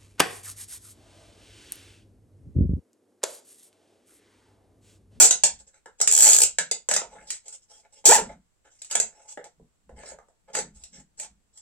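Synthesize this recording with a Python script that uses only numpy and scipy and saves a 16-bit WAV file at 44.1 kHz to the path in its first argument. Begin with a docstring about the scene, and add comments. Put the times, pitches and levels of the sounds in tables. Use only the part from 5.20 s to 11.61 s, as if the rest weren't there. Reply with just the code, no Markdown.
"""A fast zip: a nylon tie is yanked tight on a toy truck on a workbench, its pawl snapping over the teeth.
A slow, hissing pull follows, then a second yank that ends in a stick-slip squeak.
Throughout, plastic parts click, fingers rub and the bench top thumps softly.
A small room answers; the microphone ports ring in the treble and a limiter holds the peaks."""
import sys
import numpy as np
from scipy import signal
from scipy.fft import rfft, irfft, next_fast_len
from scipy.io import wavfile
from scipy.ndimage import uniform_filter1d, minimum_filter1d, map_coordinates

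SR = 44100
rng = np.random.default_rng(int(sys.argv[2]) if len(sys.argv) > 2 else 0)


def store_wav(level_fs):
    """Save 16-bit WAV to argv[1]."""
    pcm = np.round(np.clip(np.atleast_2d(level_fs), -1, 1) * 32767)
    wavfile.write(sys.argv[1], SR, pcm.T.astype(np.int16))


N = 282681

# two yanks, each a list of (time [s], speed [teeth/s], tooth level [dB])
YANKS = [
    [(0, 305, -16.5), (.02, 320, -14), (.04, 330, -21.5), (.075, 205, -27.5)],
    [(2.855, 222, -13.5), (2.88, 260, -15.5), (2.9, 344, -24.5), (2.93, 450, -24), (2.957, 400, -26.5),
     (2.975, 250, -41), (3.01, 130, -40)],
]
# truck body modes (frequency [Hz], width [Hz], gain [dB])
TRUCK_MODES = [(457, 27, 2.5), (532, 130, 2.5), (700, 120, -3), (846, 70, -4), (933, 28, -4),
               (1407, 270, -4.5), (1687, 220, -4), (2086, 230, -4.5), (2820, 140, -6.5), (3700, 220, -9.5)]
# truck shifts its weight on the bench (middle [s], length [s], sway [dB], thud [dB])
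LOAD_SHIFTS = [(0.02, .1, -71, -47.5), (.35, 0.18, -57, -66.5), (1.09, 0.17, -85, -50.5),
               (1.23, 0.19, -55, -62.5), (1.96, 0.27, -63, -65.5), (2.96, 0.099, -61.5, -45),
               (3.05, 0.16, -50, -45), (3.84, 0.082, -60.5, -59.5), (4.43, 0.064, -63, -55),
               (4.76, .11, -47, -55), (4.95, 0.11, -60.5, -70), (5.44, 0.14, -62, -48),
               (5.58, 0.12, -53, -70), (5.79, 0.1, -63.5, -53.5), (6.09, 0.24, -65.5, -69.5)]
# plastic parts click and knock (time [s], snap [dB], body [dB])
PART_CLICKS = [(0.109, -12.5, -26), (0.236, -11, -23), (0.6585, -55, -40), (0.8022, -33, -34),
               (0.8135, -17.5, -30.5), (0.875, -15, -32), (1.3853, -21.5, -20), (1.513, -22, -30),
               (1.6878, -24, -25.5), (1.7132, -21.5, -22), (1.7377, -20.5, -30.5), (1.7637, -19.5, -25),
               (1.817, -45, -31.5), (2.1042, -27, -50), (2.281, -42.5, -60), (3.6182, -40.5, -60),
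               (3.647, -44.5, -68), (3.712, -29.5, -42.5), (3.7531, -20, -24.5), (3.8, -20.5, -30),
               (3.82, -47, -39), (4.1741, -58, -29.5), (4.242, -48, -52.5), (4.398, -93, -50),
               (4.693, -69.5, -42.5), (4.835, -55, -38), (4.9188, -61, -38), (4.987, -65, -44),
               (5.085, -71, -56), (5.3511, -29.5, -27.5), (5.3704, -34, -29), (5.3874, -30, -29),
               (5.6373, -42.5, -61), (5.9989, -34.5, -47), (6.375, -49.5, -71)]
# fingers and straps rub the parts (middle [s], length [s], scratch [dB], body [dB])
RUB_STROKES = [(0.4, 0.035, -61.5, -60.5), (0.48, 0.025, -61, -66), (0.555, 0.06, -70.5, -67),
               (0.795, 0.02, -56.5, -66), (1.1, 0.11, -39, -36.5), (1.98, 0.17, -65, -54.5),
               (2.115, 0.098, -49, -65.5), (2.275, 0.065, -56.5, -65.5), (2.335, 0.041, -50.5, -61.5),
               (2.426, 0.03, -65.5, -84), (2.55, 0.11, -58.5, -67), (2.65, 0.031, -73, -56.5),
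               (2.76, 0.098, -64.5, -71.5), (2.85, 0.014, -47.5, -43), (3.05, 0.17, -68, -50),
               (3.467, 0.043, -74, -56.5), (3.58, 0.15, -68.5, -74.5), (3.728, 0.054, -42.5, -46.5),
               (4.0, 0.18, -69, -64.5), (4.109, 0.056, -48.5, -60.5), (4.253, 0.028, -64.5, -49),
               (4.8, 0.068, -61, -51), (4.89, 0.079, -52.5, -53.5), (5.298, 0.041, -75.5, -55),
               (5.373, 0.069, -40, -37), (5.59, 0.086, -63, -69), (5.767, 0.084, -57.5, -58),
               (6.02, 0.077, -46.5, -56), (6.37, 0.07, -66, -77.5)]
# slow pull, speeding up, then labouring (time [s], speed [teeth/s], tooth level [dB])
SLOW_TEETH = [(.913, 95, -19), (.95, 65, -18), (1.019, 126, -17.5), (1.033, 226, -17), (1.057, 97, -16),
              (1.089, 106, -14.5), (1.176, 41, -15), (1.219, 78, -17), (1.24, 20, -12)]
# strap squeaks as it bites (time [s], pitch [Hz], level [dB])
SQUEAK_TRACK = [(2.88, 320, -32.5), (2.897, 455.6, -10.5), (2.908, 486.4, -17.5), (2.925, 889.4, -14.5),
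                (2.941, 1048, -24.5), (2.953, 893, -20), (2.977, 793.6, -34.5), (2.985, 483.5, -20.5),
                (3.01, 389, -34.5)]
# source spectra (frequency [Hz], density [dB])
PAWL_SPECTRUM = [(150, -52.5), (500, -25.5), (1200, -21.5), (2000, -11.5), (3500, -7), (5300, -1),
                 (7000, 4), (9000, -0.5), (11000, -10.5), (13000, -11.5), (16000, -14.5)]
SWAY_SPECTRUM = [(15, -17.5), (28, -10.5), (40, -14), (54, -2), (64, -7.5), (80, -17.5), (150, -29),
                 (400, -74.5), (2000, -120)]
THUD_SPECTRUM = [(60, -34), (95, -22), (130, -5), (175, 6), (230, 1), (290, -7.5), (450, -23.5),
                 (1500, -59.5), (5000, -110)]
SNAP_SPECTRUM = [(150, -53.5), (500, -24), (1200, -18.5), (2000, -10), (3500, -5), (5300, -1), (7000, 2.5),
                 (9000, -4.5), (11000, -13.5), (13000, -25.5), (16000, -34.5)]
SCRATCH_SPECTRUM = [(200, -47.5), (600, -21.5), (1300, -14.5), (2100, -9), (2800, -3.5), (4000, -3),
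                    (6000, 1.5), (8000, 0.5), (10000, -11), (12000, -23), (16000, -41)]
DRAG_SPECTRUM = [(300, -37), (1200, -15.5), (2000, -6.5), (3500, -11), (5500, -5), (8000, 1), (11000, 4.5),
                 (13000, 1.5), (16000, -9.5)]
AIR_SPECTRUM = [(20, -0.5), (60, -2.5), (150, -11.5), (500, -17), (2000, -24.5), (8000, -31),
                (16000, -40.5)]
# room decay (frequency [Hz], t60 [s])
ROOM_T60 = [(100, 0.047), (220, 0.11), (530, 0.19), (1500, 0.21), (4000, 0.19), (8000, 0.17),
            (14000, 0.076)]
# left-right likeness of reflections (frequency [Hz], correlation [-])
STEREO_CORRELATION = [(100, 0.47), (700, 0.83), (1200, 0.21), (3000, 0.7), (7000, 0.029)]
# microphone port resonance, left and right (frequency [Hz], width [Hz], boost [dB])
MIC_PORTS = [(7840, 620, 14), (7510, 850, 12.5)]


def amp(db):
    return 10 ** (np.asarray(db) / 20)


def unit(x):
    return x / np.sqrt(np.mean(x ** 2) + 1e-20)


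def along(points, hz):
    """(Hz, value) points on a log axis."""
    f, v = np.transpose(points)
    return np.interp(np.log(hz + 1), np.log(f + 1), v)


def gated_curves(rows):
    """A gate over the rows' time span, then each column per sample."""
    times_s, *columns = np.transpose(rows)
    t = np.arange(N) / SR
    gate = (t >= times_s[0]) & (t <= times_s[-1])
    return [gate] + [np.interp(t, times_s, column) for column in columns]


def stroke_gains(rows, edge):
    """Strokes rise and fade about their middles: one gain curve per level column."""
    t = np.arange(0, N, 100) / SR
    middle_s, length_s, *levels_db = np.transpose(rows)[:, :, None]
    shape = np.exp(-np.minimum(np.abs(2 * (t - middle_s) / length_s) ** edge, 20))
    return [np.interp(np.arange(N) / SR, t, np.linalg.norm(shape * amp(db), axis=0)) for db in levels_db]


def fft_filtered(x, response):
    n = x.shape[-1]
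    size = next_fast_len(n + n // 4)
    return irfft(rfft(x, size) * response(np.fft.rfftfreq(size, 1 / SR)), size)[..., :n]


def convolved(x, response, size=4096):
    impulse = irfft(response(np.fft.rfftfreq(size, 1 / SR))).ravel()
    return signal.oaconvolve(x, impulse)[:N]


def causal_response(spectrum, size=2048):
    """Minimum-phase response with this spectrum."""
    grid_hz = np.fft.rfftfreq(size, 1 / SR)
    cepstrum = irfft(np.log(amp(along(spectrum, grid_hz))))
    phase = rfft(2 * cepstrum[:size // 2], size).imag
    return lambda hz: amp(along(spectrum, hz)) * np.exp(1j * np.interp(hz, grid_hz, phase))


def spectrum_noise(spectrum, size=8192):
    return unit(convolved(rng.standard_normal(N), causal_response(spectrum, size), size))


def impacts(times_s, levels_db, response, t60_s, crackle=0.2, size=2048):
    """Impulse plus short crackle through a response; each has the energy of 4 ms at its level."""
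    t = np.arange(size) / SR
    force = (t == 0) + crackle * rng.standard_normal((len(times_s), size)) * amp(-60 * t / t60_s)
    bursts = irfft(rfft(force) * response(np.fft.rfftfreq(size, 1 / SR)))
    bursts *= np.sqrt(.004 * SR) / np.linalg.norm(bursts, axis=1, keepdims=True)
    at = np.round(np.maximum(times_s, 0) * SR).astype(int)[:, None] + np.arange(size)
    return np.bincount(at.ravel(), (bursts * amp(levels_db)[:, None]).ravel(), N)[:N]


def truck(hz, contacts=1, vary_db=2, vary_pitch=0.035, low_hz=440, top_hz=6000):
    """Body response; each contact point excites the modes a little differently."""
    chance = rng.standard_normal((contacts, len(TRUCK_MODES), 2))
    peak = lambda f0, width: 1j * hz * width / (f0 ** 2 - hz ** 2 + 1j * hz * width)
    modes = 0
    for k, (centre_hz, width_hz, db) in enumerate(TRUCK_MODES):
        mode_hz = centre_hz * (1 + vary_pitch * chance[:, k, 1:])
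        modes += amp(db + vary_db * chance[:, k, :1]) * peak(mode_hz, width_hz)
    bass_cut = peak(low_hz, low_hz) * 1j * hz / low_hz  # too small to radiate bass
    return modes * bass_cut / (1 + 1j * hz / top_hz) ** 3  # too heavy to follow treble


def ratchet(pull, jitter_s, scatter_db, body_db):
    """Teeth pass at strap speed; each snaps the pawl and shakes the truck."""
    gate, teeth_per_s, tooth_db = gated_curves(pull)
    teeth_passed = np.ceil(np.cumsum(gate * teeth_per_s) / SR)
    at = np.flatnonzero(np.diff(teeth_passed, prepend=0))
    chance = rng.standard_normal((len(at), 2))
    times_s = at / SR + jitter_s * chance[:, 0]
    levels_db = tooth_db[at] + scatter_db * chance[:, 1]
    pawl = impacts(times_s, levels_db, causal_response(PAWL_SPECTRUM), t60_s=0.0057)
    body = impacts(times_s, levels_db + body_db, lambda hz: truck(hz, contacts=len(at)), t60_s=0.0044)
    return pawl + body


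def fast_zips():
    """In a yank the tooth snaps merge into a zip."""
    return sum(ratchet(pull, jitter_s=.0003, scatter_db=3.5, body_db=-12.5) for pull in YANKS)


def bench(knock_db=-28.5, knock_t60_s=0.33):
    """The top sways on its lowest mode and thuds as the load shifts; each knock also thuds it."""
    sway, shift_thud = stroke_gains(LOAD_SHIFTS, edge=1.4)
    times_s, _, body_db = np.transpose(PART_CLICKS)
    blows = np.bincount(np.round(times_s * SR).astype(int), amp(body_db + knock_db) ** 2, N)[:N]
    power_decay = amp(-60 / (knock_t60_s * SR)) ** 2
    knock_power = signal.lfilter([1], [1, -power_decay], blows)
    thud = np.sqrt(shift_thud ** 2 + knock_power)
    return sway * spectrum_noise(SWAY_SPECTRUM) + thud * spectrum_noise(THUD_SPECTRUM)


def part_clicks(rows, ref_reach_hz=3800, ref_snap_db=-33, db_per_octave=18):
    """Plastic contacts snap and knock the body; a harder snap reaches higher modes."""
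    times_s, snap_db, body_db = np.transpose(rows)
    reach_hz = ref_reach_hz * 2 ** ((snap_db[:, None] - ref_snap_db) / db_per_octave)
    body = lambda hz: truck(hz, contacts=len(rows), vary_db=3.5, vary_pitch=.05, top_hz=reach_hz)
    snaps = impacts(times_s, snap_db, causal_response(SNAP_SPECTRUM), t60_s=0.012, crackle=0.21)
    knocks = impacts(times_s, body_db, body, t60_s=.008, crackle=0.27)
    return snaps + knocks


def micro_slips(rate_hz, spread_db):
    """Tiny friction impulses, random in time and size."""
    at = np.flatnonzero(rng.random(N) < rate_hz / SR)
    chance = rng.standard_normal((len(at), 2))
    return np.bincount(at, np.sign(chance[:, 0]) * amp(spread_db * np.clip(chance[:, 1], -2, 2)), N)


def rubbing(pressure_db=1.5, pressure_hz=30, catch_db=9, finger_reach_hz=2936):
    """Slips and harder catches under unsteady pressure scratch the surface and murmur in the body."""
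    scratch_gain, body_gain = stroke_gains(RUB_STROKES, edge=4.7)
    catches = amp(catch_db) * micro_slips(rate_hz=70, spread_db=1)
    surface = causal_response(SCRATCH_SPECTRUM)
    scratch = unit(convolved(micro_slips(rate_hz=810, spread_db=6) + catches, surface))
    soft_touch = lambda hz: truck(hz, vary_db=1.2, top_hz=finger_reach_hz)
    body = unit(convolved(micro_slips(rate_hz=350, spread_db=4) + catches, soft_touch))
    knots = rng.standard_normal(int(N * pressure_hz / SR) + 4)
    pressure = map_coordinates(knots, [np.arange(N) * pressure_hz / SR])
    return amp(pressure_db * pressure) * (scratch_gain * scratch + body_gain * body)


def contact_drift(x, depth_db, bins=7, frames=9):
    """The colour drifts as the contact point moves."""
    spectra = signal.stft(x, nperseg=512)[2]
    field = uniform_filter1d(rng.standard_normal(spectra.shape), bins, axis=0)
    field = unit(uniform_filter1d(field, frames, axis=1))
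    return signal.istft(spectra * unit(amp(depth_db * field)), nperseg=512)[1][:N]


def slow_zip(drag_db=-15.5, ref_teeth_per_s=110, db_per_doubling=5):
    """The strap creeps through its head tooth by tooth; harder, faster drag hisses louder."""
    gate, teeth_per_s, tooth_db = gated_curves(SLOW_TEETH)
    hiss_db = tooth_db + drag_db + db_per_doubling * np.log2(teeth_per_s / ref_teeth_per_s)
    hiss = unit(convolved(micro_slips(rate_hz=4300, spread_db=-2.5), causal_response(DRAG_SPECTRUM)))
    teeth = ratchet(SLOW_TEETH, jitter_s=.0002, scatter_db=3, body_db=-18)
    return teeth + gate * amp(hiss_db) * hiss


def squeak(pitch_jitter=.03, peak_db_per_octave=-6, harmonics=6):
    """Nylon sticks and slips under rising tension: a rough tone with falling overtones."""
    gate, pitch_hz, level_db = gated_curves(SQUEAK_TRACK)
    flutter = unit(uniform_filter1d(rng.standard_normal(N), size=90))
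    phase = 2 * np.pi * np.cumsum(pitch_hz * (1 + pitch_jitter * flutter)) / SR
    # faster slip: sharper release, stronger overtones
    db_per_octave = peak_db_per_octave / np.sqrt(pitch_hz / pitch_hz.max())
    tone = sum(amp(db_per_octave * np.log2(k)) * np.sin(k * phase) for k in range(1, harmonics + 1))
    return gate * amp(level_db) * tone


def diffuse_pair(n):
    """Left and right noise, partly alike in bass and mids, unrelated in the top treble."""
    angle = lambda hz: np.arccos(np.clip(along(STEREO_CORRELATION, hz), -1, 1)) / 2
    weights = lambda hz: np.array([np.cos(angle(hz)), np.sin(angle(hz))])
    mid, side = fft_filtered(rng.standard_normal((2, n)), weights)
    return np.array([mid + side, mid - side])


def small_room(x, near_db, tail_db, near_t60_s, direct_db=-5, right_lag_samples=3):
    """Direct sound, left port first; near scatter off truck and bench; then the room's tail."""
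    n = SR // 3
    t = np.arange(n) / SR
    hz, frame_s, spectra = signal.stft(diffuse_pair(n), SR, nperseg=256)
    decay = amp(-60 * frame_s / along(ROOM_T60, hz)[:, None])
    tail = signal.istft(spectra * decay, SR, nperseg=256)[1][:, :n] * (1 - np.exp(-t / 0.0059))
    near = diffuse_pair(n) * amp(-np.minimum(60 * t / near_t60_s, 200)) * (1 - np.exp(-t / 0.00055))
    scaled = lambda part, db: amp(db) * part / np.linalg.norm(part, axis=1, keepdims=True)
    impulse = scaled(near, near_db) + scaled(tail, tail_db)
    impulse[:, 0] += amp(direct_db)
    left, right = signal.oaconvolve(x[None], impulse, axes=1)[:, :N]
    return np.array([left, np.pad(right, (right_lag_samples, 0))[:N]])


def scene(click_spots=4, pan_db=0.4, air_db=-72):
    """Ties, parts and hands in the room, over bench and air; each click spot has its own reflections."""
    zips = contact_drift(slow_zip(), depth_db=1) + fast_zips()
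    ties = small_room(zips + squeak(), near_db=-2, tail_db=-5.5, near_t60_s=0.014)
    spots = (part_clicks(PART_CLICKS[k::click_spots]) for k in range(click_spots))
    parts = sum(small_room(spot, near_db=-2.5, tail_db=-4, near_t60_s=0.026) for spot in spots)
    hands = small_room(contact_drift(rubbing(), depth_db=4), near_db=0, tail_db=-9.5, near_t60_s=0.1)
    air = amp(air_db) * np.array([spectrum_noise(AIR_SPECTRUM), spectrum_noise(AIR_SPECTRUM)])
    return (ties + parts + hands) * amp([[-pan_db], [pan_db]]) + bench() + air


def record(dry, limit_db=-1.5, cutoff_hz=16000):
    """Microphone ports ring, a limiter ducks the peaks, a steep low-pass ends the band."""
    channels = []
    for side, (centre_hz, width_hz, boost_db) in zip(dry, MIC_PORTS):
        port = signal.lfilter(*signal.iirpeak(centre_hz, centre_hz / width_hz, SR), side)
        channels.append(side + (amp(boost_db) - 1) * port)
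    x = np.array(channels)
    needed_gain = np.minimum(1, amp(limit_db) / (np.abs(x).max(axis=0) + 1e-9))
    gain = uniform_filter1d(minimum_filter1d(needed_gain, size=40), size=30)
    return fft_filtered(x * gain, lambda hz: 1 / (1 + (hz / cutoff_hz) ** 160))


dry = scene()
out = record(dry)
store_wav(out)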